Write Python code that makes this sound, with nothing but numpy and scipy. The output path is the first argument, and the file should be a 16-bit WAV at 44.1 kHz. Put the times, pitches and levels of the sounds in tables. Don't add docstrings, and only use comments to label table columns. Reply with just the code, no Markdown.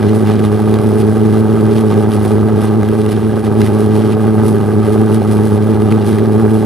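import sys
import numpy as np
from scipy.fft import rfft, irfft, next_fast_len
from scipy.io import wavfile
from scipy.ndimage import map_coordinates

SR = 44100
rng = np.random.default_rng(int(sys.argv[2]) if len(sys.argv) > 2 else 0)


def waveform_to_disk(signal):
    frames = np.transpose(np.atleast_2d(signal))
    scaled = np.clip(frames, -1, 1) * 32767
    samples = np.round(scaled).astype(np.int16)
    wavfile.write(sys.argv[1], SR, samples)


N = 293265

# freq_hz [Hz], level_db [dB per Hz]
RASP_SPECTRUM = [(400, 1), (1000, 3), (1800, 4), (2400, 1.5), (3300, 1.5), (5300, -7), (7000, -15),
                 (10000, -13), (16000, -58)]
# freq_hz [Hz], level_db [dB per Hz]
HISS_SPECTRUM = [(2000, -5.5), (5000, -2), (7200, -8.5), (8800, 1), (10200, 3), (11800, -1), (13500, -19),
                 (15600, -61)]


def amp(db):
    return 10 ** (np.asarray(db) / 20)


def unit(x):
    return x / np.sqrt(np.mean(x ** 2) + 1e-20)


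def along(points, hz, axis=1):
    table = np.transpose(points)
    return np.interp(np.log(hz + 1), np.log(table[0] + 1), table[axis])


def curve(rows):
    time_s, value = np.transpose(rows)
    return np.interp(np.arange(N) / SR, time_s, value)


def wobble(rate):
    knots = rng.standard_normal(N // 16)
    position = np.arange(N) * rate / SR + 2
    return map_coordinates(knots, [position], mode="wrap")


def filtered(x, response):
    size = 2 * next_fast_len(N)
    hz = np.fft.rfftfreq(size, 1 / SR)
    return irfft(rfft(x, size) * response(hz), size)[..., :N]


def coloured(x, spectrum):
    def response(hz):
        cepstrum = irfft(np.log(amp(along(spectrum, hz))))
        cepstrum[1:len(hz) - 1] *= 2
        cepstrum[len(hz):] = 0
        return np.exp(rfft(cepstrum))
    return filtered(x, response)


def noise(side_db):
    mid, side = rng.standard_normal((2, N))
    side = amp(side_db) * side
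    return unit(np.array([mid + side, mid - side]))


def ground(x):
    delay_s = .00248

    def direct_and_bounce(hz):
        delayed = np.exp(-2j * np.pi * hz * delay_s)
        return 1 + .4 * delayed / (1 + (hz / 3500) ** 2)
    return filtered(x, direct_and_bounce)


def firing_cycle():
    # time_s [s], rate_hz [Hz]
    rate_drift = [(0, 105.5), (.35, 108.3), (.6, 106.4), (.93, 107.3), (1.1, 108.7), (1.8, 107.5),
                  (2.45, 105.9), (3.25, 108.5), (3.82, 106.6), (4.0, 108.9), (4.3, 108.5), (4.55, 105),
                  (4.82, 108.6), (5.25, 105.8), (5.95, 108.1), (6.65, 108)]
    wander_hz, slip_cycles = 1.895, 0.023
    rate_hz = curve(rate_drift) + wander_hz * wobble(26)
    return np.cumsum(rate_hz) / SR + slip_cycles * wobble(48)


def firings(cycle, scatter_s, size_db):
    starts = np.interp(np.arange(int(cycle[-1]) + 1), cycle, np.arange(N))
    timing, force = rng.standard_normal((2, len(starts)))
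    at = np.clip(np.round(starts + scatter_s * SR * timing), 0, N - 1).astype(int)
    return np.bincount(at, amp(size_db * force), N)


def drone(cycle):
    # freq_hz [Hz], level_db [dB]
    blast_spectrum = [(30, -75), (70, -2.5), (105, 6), (150, -6), (185, 1.5), (225, 8), (280, -6),
                      (335, 1.5), (430, 1), (490, -19), (900, -29), (2000, -82.5)]
    pulses = firings(cycle, scatter_s=0.00031, size_db=1.42) * amp(1.08 * wobble(28))
    push_then_suck = -1j
    return unit(filtered(coloured(pulses, blast_spectrum), lambda hz: push_then_suck))


def gust(cycle, rise, fall, rest_db):
    age = cycle % 1
    return (1 - np.exp(-age / rise)) * np.exp(-age / fall) + amp(rest_db)


def roar(cycle):
    # freq_hz [Hz], level_db [dB per Hz]
    pipe_spectrum = [(70, -21), (145, -3.5), (250, -9), (360, -8.5), (412, 2), (450, -8.5), (500, -11.5),
                     (605, -5), (670, -16.5), (780, -12), (1030, -18.5), (1280, -18.5), (1600, -24.5),
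                     (1900, -32), (3500, -52.5)]
    force = gust(cycle, rise=0.017, fall=0.29, rest_db=-11.5) * amp(1.42 * wobble(90))
    return unit(ground(coloured(noise(side_db=-19.5) * force, pipe_spectrum)))


def pipe(cycle):
    # time_s [s], level_db [dB]
    strength = [(0, -0.1), (2.7, 0), (2.9, -1.9), (3.35, -2.4), (3.55, 0), (4.65, -0.1), (5.0, -0.5),
                (6.65, -0.2)]
    blast_db, roar_db = -10, -18.5
    return amp(curve(strength)) * (amp(blast_db) * drone(cycle) + amp(roar_db) * roar(cycle))


def gate(cycle, centre, depth_db):
    return amp(depth_db * np.cos(np.pi * (cycle - centre)) ** 4)


def flares(t):
    # centre_s [s], length_s [s], rasp_rise_db [dB], hiss_rise_db [dB]
    fuel_flares = [(.08, .14, 5, 1), (.17, .06, 0, 5), (.3, .11, 7, 4), (.45, .05, 6, 7), (.74, .04, 7, 4),
                   (.86, .1, 3, 4), (1.0, .045, 5, 9), (1.08, .04, 1, 6), (1.33, .045, 3, 7),
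                   (1.77, .1, 5, 5), (1.98, .13, 3, 5), (2.14, .06, 3, 5), (2.29, .11, 3, 7),
                   (2.63, .1, 4, 6), (3.13, .13, 5, 3), (3.45, .05, 4, 8), (3.64, .11, 6, 6),
                   (3.8, .11, 3, 6), (3.97, .11, 4, 3), (4.12, .05, 5, 5), (4.48, .11, 1, 8),
                   (4.93, .06, 4, 5), (5.15, .05, 5, 9), (5.33, .07, 1, 8), (5.52, .12, 2, 6),
                   (5.92, .04, 6, 5), (6.1, .16, 4, 5), (6.26, .04, 2, 7), (6.56, .06, 4, 3)]
    flicker_db, flicker_per_s = 0.9, 20
    rise_db = np.zeros((2, N))
    for centre_s, length_s, rasp_db, hiss_db in fuel_flares:
        swell = np.exp(-(2 * (t - centre_s) / length_s) ** 2)
        rise_db += np.outer([rasp_db, hiss_db], swell)
    return rise_db + flicker_db * np.array([wobble(flicker_per_s), wobble(flicker_per_s)])


def jet(cycle, t):
    rasp_rise_db, hiss_rise_db = flares(t)
    uneven = amp(0.75 * wobble(30) + 1.81 * wobble(170))
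    rasp_force = uneven * gate(cycle, centre=0.061, depth_db=4.5) * amp(1.3 * wobble(60))
    hiss_force = uneven * gate(cycle, centre=0.11, depth_db=5.5) * amp(1.6 * wobble(35))
    rasp = unit(ground(coloured(noise(side_db=-11.0) * rasp_force, RASP_SPECTRUM)))
    hiss = unit(coloured(noise(side_db=-8.0) * hiss_force, HISS_SPECTRUM))
    return amp(-39 + rasp_rise_db) * rasp + amp(-44 + hiss_rise_db) * hiss


def stumble(t):
    # centre_s [s], half_length_s [s], depth_db [dB]
    stumbles = [(3.423, .015, -7)]
    return amp(sum(db * np.exp(-((t - s) / half) ** 2) for s, half, db in stumbles))


def cracks(cycle, t, width_s, crack_db, bark_db):
    # time_s [s], crack_level_db [dB], bark_level_db [dB]
    hard_firings = [(0.2733, -23, -18), (0.4489, -14, -26), (0.7397, -11, -21), (0.7846, -14, -37),
                    (0.8614, -22, -28), (1.7604, -18, -30), (2.1156, -12.5, -40), (2.2518, -23, -17.5),
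                    (2.8275, -20, -20), (2.8833, -21.5, -19), (3.0131, -14.5, -34), (3.0599, -13, -28),
                    (3.1183, -28, -25), (3.6187, -7, -14.5), (3.6592, -15, -21), (4.2114, -33, -27),
                    (4.9784, -45, -28), (5.8192, -15.5, -36), (5.9224, -26, -18.5), (6.1804, -34, -19)]
    # freq_hz [Hz], level_db [dB per Hz]
    bark_spectrum = [(300, -20), (700, 0), (1300, -2), (2200, -10), (5000, -28)]
    sharp, dull = np.zeros((2, N))
    for time_s, sharp_db, dull_db in hard_firings:
        firing = np.round(np.interp(time_s, t, cycle))
        peak_s = np.interp(firing + 0.12, cycle, t)
        away = np.abs(t - peak_s) / width_s
        near = away < 10
        burst = np.exp(-away[near])
        sharp[near] += amp(sharp_db + crack_db) * burst
        dull[near] += amp(dull_db + bark_db) * burst
    crack = unit(coloured(noise(side_db=-16), RASP_SPECTRUM))
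    crack = crack + amp(-9.5) * unit(coloured(noise(side_db=-6), HISS_SPECTRUM))
    bark = unit(coloured(noise(side_db=-24), bark_spectrum))
    return ground(sharp * crack + dull * bark)


def rumble():
    # freq_hz [Hz], level_db [dB per Hz]
    rumble_spectrum = [(15, 4), (40, -30), (75, 17.5), (130, 21), (300, -37), (1000, -101)]
    return amp(-28) * unit(coloured(noise(side_db=-13), rumble_spectrum))


def scene():
    t = np.arange(N) / SR
    cycle = firing_cycle()
    engine = stumble(t) * (pipe(cycle) + jet(cycle, t))
    hard = cracks(cycle, t, width_s=0.0012, crack_db=-11, bark_db=1.5)
    return engine + hard + rumble()


def record(dry):
    # freq_hz [Hz], left_lead_rad [rad], left_minus_right_db [dB]
    port_response = [(20, -.3, .4), (107, -.82, -.4), (215, -1.02, -1.3), (400, -.87, -2.7),
                     (780, -.25, -2.9), (1400, 0, -1.8), (4400, 0, -.8), (10000, 0, -.3)]
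    top_hz = 15650
    side = np.array([[.5], [-.5]])

    def ports(hz):
        phase = np.exp(1j * side * along(port_response, hz))
        return phase * amp(side * along(port_response, hz, axis=2))
    x = filtered(dry, ports)
    x = x / (1 + np.abs(x) ** 8) ** (1 / 8)
    return filtered(x, lambda hz: hz / np.hypot(hz, 15) * (hz < top_hz))


dry = scene()
out = record(dry)
waveform_to_disk(out)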